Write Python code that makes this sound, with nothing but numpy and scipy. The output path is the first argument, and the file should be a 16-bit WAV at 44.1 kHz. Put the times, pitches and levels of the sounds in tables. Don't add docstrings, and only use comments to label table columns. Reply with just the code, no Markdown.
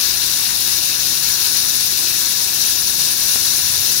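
import sys
import numpy as np
from scipy import signal
from scipy.fft import rfft, irfft
from scipy.io import wavfile

SR = 44100
rng = np.random.default_rng(int(sys.argv[2]) if len(sys.argv) > 2 else 0)


def transcribe(u):
    v = np.clip(np.atleast_2d(u).T, -1, 1)
    q = np.round(v * 32767).astype(np.int16)
    wavfile.write(sys.argv[1], SR, q)


N = 176400
T = np.arange(N) / SR
HZ = np.maximum(np.arange(N // 2 + 1) * SR / N, 1)


def coolant_jet(spindle_hz=8.775, flutes=2, trim_db=-0.37):
    # lower edge/Hz, swing per turn/dB, its peak/turns, swing per flute/dB,
    # its peak/turns, own flutter/dB, share of the sputter, rise/(dB per s)
    bands = [(0, 0, .2, 0.5, 0.33, 0.65, 0.13, 0.4), (906, -0.27, 0.18, -0.54, .15, 1.06, 0.67, -0.2),
             (2290, 0.7, 0.22, -0.2, 0.39, 1.33, 0.7, -0.17), (3260, 0.53, .08, 0.58, 0.39, 0.54, 0.97, .0),
             (5300, 0.14, .08, 0.6, 0.35, .5, 0.83, 0.4), (7400, 0.1, .48, 1, 0.35, 1.27, 0.58, 0.45),
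             (9000, 0.54, .51, 0.73, 0.52, 1.28, .8, .5), (11500, 0.1, .46, 1.3, 0.34, 0.6, 0.83, 0.33)]
    # t/s, level change/dB, half length/s
    surges = [(0.176, -1.5, 0.033), (0.518, -0.5, .035), (0.808, -2.5, 0.02), (0.967, -2.4, 0.022),
              (1.2, -1.6, 0.014), (1.3, 2, .035), (1.47, 1.1, .03), (1.577, 1.1, .025), (2.347, -2, .015),
              (2.526, -2, 0.022), (2.63, 1, .04), (2.96, -0.8, .025), (3.03, 1.2, 0.027),
              (3.162, -1.8, 0.028), (3.33, 0.5, .05), (3.72, 0.6, .06)]
    spectra = stereo_spray()
    sputter_db = 0.45 * drift(rate_hz=13) + sum(db * bump(at, half) for at, db, half in surges)
    turns = spindle_hz * T
    tops = [band[0] for band in bands[1:]] + [SR]
    hiss = 0
    for band, top in zip(bands, tops):
        low, turn_db, turn_peak, flute_db, flute_peak, flutter_db, share, rise = band
        swing_db = turn_db * np.cos(2 * np.pi * (turns - turn_peak))
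        swing_db += flute_db * np.cos(2 * np.pi * flutes * (turns - flute_peak))
        unsteady_db = share * sputter_db + flutter_db * drift(rate_hz=20)
        level_db = trim_db + swing_db + unsteady_db + rise * (T - T.mean())
        hiss += from_db(level_db) * irfft(spectra * ((HZ >= low) & (HZ < top)), N)
    return hiss


def stereo_spray():
    # f/Hz, level/(dB per Hz)
    left_colour = [(22, -84), (50, -69.5), (110, -68.5), (370, -67.5), (480, -71), (1000, -67), (1420, -67),
                   (1520, -60.5), (1620, -65), (2200, -64), (2700, -63), (3350, -64.5), (3650, -54),
                   (4200, -50), (4650, -53), (5050, -48.5), (5400, -51), (5980, -48.5), (6450, -55.5),
                   (6750, -54.2), (7120, -52), (7370, -65.5), (7780, -57.5), (8150, -61.7), (9100, -57),
                   (9650, -58.5), (10350, -52.5), (10750, -59.5), (11700, -58.5), (12600, -56.5),
                   (14100, -55), (15600, -58.5)]
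    right_colour = [(22, -92), (60, -74.5), (150, -69), (360, -71), (480, -80.5), (800, -74.5),
                    (1200, -74.5), (1700, -66), (2100, -71), (2700, -65.5), (3400, -63.5), (4200, -73),
                    (5100, -76.5), (8200, -75), (9100, -60.5), (10000, -55.5), (10600, -59), (11400, -60.5),
                    (12500, -70.5), (15600, -67)]
    # f/Hz, likeness of the sides (0-1), phase lead of the left/rad
    image = [(100, 0.36, -0.23), (600, 0.54, 1), (1520, 0.39, .5), (2070, 1, 2.5), (2400, 0.27, 0),
             (4200, 0, -0.3), (6040, 0, -8.5), (7200, 0, 6), (8470, 0.76, 0.4), (9400, 0.86, 4.5),
             (11260, 0.2, 4), (13000, 0.4, 5), (15000, .22, 8)]
    alike, lead = over_hz(image)
    left, unrelated = spray(), spray()
    right = alike * left * np.exp(-1j * lead) + np.sqrt(1 - alike ** 2) * unrelated
    colour = from_db(over_hz(left_colour) + over_hz(right_colour))
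    return np.array([left, right]) * colour * resonances() * np.sqrt(SR / 2)


def spray(drops_per_s=6000, spread_db=2, drop_gain=0.33):
    sizes = from_db(spread_db * np.minimum(rng.exponential(1, N), 5))
    polarity = rng.choice([-1, 1], N)
    drops = rms_one(sizes * polarity * (rng.random(N) < drops_per_s / SR))
    turbulence = rng.standard_normal(N)
    return rfft(rms_one(turbulence + drop_gain * drops)) * wall_reflections()


def wall_reflections(count=30, delay_s=(0.001, 0.02), joint_gain=0.19):
    echoes = np.zeros(N)
    polarity = rng.choice([-1, 1], count)
    delays = (rng.uniform(*delay_s, count) * SR).astype(int)
    echoes[delays] = polarity * joint_gain / np.sqrt(count)
    return (1 + rfft(echoes)) / np.sqrt(1 + joint_gain ** 2)


def resonances():
    # f/Hz, width/Hz, boost/dB
    peaks = [(974, 53, 2), (1704, 60, 5), (1970, 54, 4.5), (2645, 37, 7), (2800, 17, 9), (3370, 45, 7.5),
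             (3630, 57, 4.5), (3875, 58, 2), (4160, 60, 1.5), (5120, 50, 1.5), (5940, 66, 3.5),
             (6740, 45, 0.5), (9680, 110, 5), (10300, 120, 4.5)]
    return from_db(sum(db / (1 + (2 * (HZ - hz) / width) ** 2) for hz, width, db in peaks))


def pump_hum(speed_wander=0.002, phase_wander_rad=0.32, waver_db=2.5):
    # f/Hz, level/dB
    tones = [(59.2, -51.5), (88.4, -51.5), (107.5, -55.5), (119.9, -55.5), (148.8, -50.5), (176.5, -59.5),
             (210, -58.5), (233.5, -60.5), (296, -57.5), (337, -57), (355.3, -55), (388.5, -58.5),
             (594, -60.5)]
    motor_time = np.cumsum(1 + speed_wander * drift(rate_hz=1.9)) / SR
    hum = 0
    for hz, db in tones:
        phase = 2 * np.pi * (hz * motor_time + rng.random()) + phase_wander_rad * drift(rate_hz=1.5)
        hum += from_db(db + waver_db * drift(rate_hz=5.6)) * np.sqrt(2) * np.sin(phase)
    return panned(hum, pan_db=1.7)


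def knocks(low_hz=180):
    # t/s, level before panning/dB, decay/s, top edge/Hz
    strikes = [(3.358, -30, 0.0041, 1100), (3.896, -40, .01, 600)]
    thuds = 0
    for at, db, decay, top_hz in strikes:
        envelope = (T >= at) * np.exp(-np.abs(T - at) / decay)
        thuds += from_db(db) * envelope * band_noise(low_hz, top_hz)
    return panned(thuds, pan_db=10.5)


def frame_rumble():
    # t/s, level/dB, half length/s, centre/Hz
    swells = [(1.31, -47, 0.044, 60), (3.76, -41, .14, 90)]
    return sum(from_db(db) * bump(at, half) * band_noise(hz / np.sqrt(2), hz * np.sqrt(2))
               for at, db, half, hz in swells)


def band_noise(low_hz, high_hz):
    bandpass = signal.butter(2, [low_hz, high_hz], "band", fs=SR, output="sos")
    return rms_one(signal.sosfilt(bandpass, rng.standard_normal(N)))


def drift(rate_hz):
    return rms_one(irfft(rfft(rng.standard_normal(N)) / (1 + (HZ / rate_hz) ** 2), N))


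def bump(at_s, half_s):
    return np.exp(-((T - at_s) / half_s) ** 2)


def over_hz(rows):
    hz, *columns = np.transpose(rows)
    return [np.interp(np.log(HZ), np.log(hz), column) for column in columns]


def panned(x, pan_db):
    return x * from_db(np.array([[1], [-1]]) * pan_db)


def from_db(db):
    return 10 ** (np.asarray(db) / 20)


def rms_one(x):
    return x / np.sqrt(np.mean(x ** 2) + 1e-20)


def scene(pan_db_per_s=-0.18):
    jet = panned(coolant_jet(), pan_db_per_s * (T - T.mean()))
    return jet + pump_hum() + frame_rumble() + knocks()


def record(dry, ceiling=0.9, cutoff_hz=15800):
    rounded = dry / (1 + (dry / ceiling) ** 8) ** (1 / 8)
    lowpass = np.clip((cutoff_hz - HZ) / 100 + 0.5, 0, 1)
    return irfft(rfft(rounded) * lowpass, N)


dry = scene()
out = record(dry)
transcribe(out)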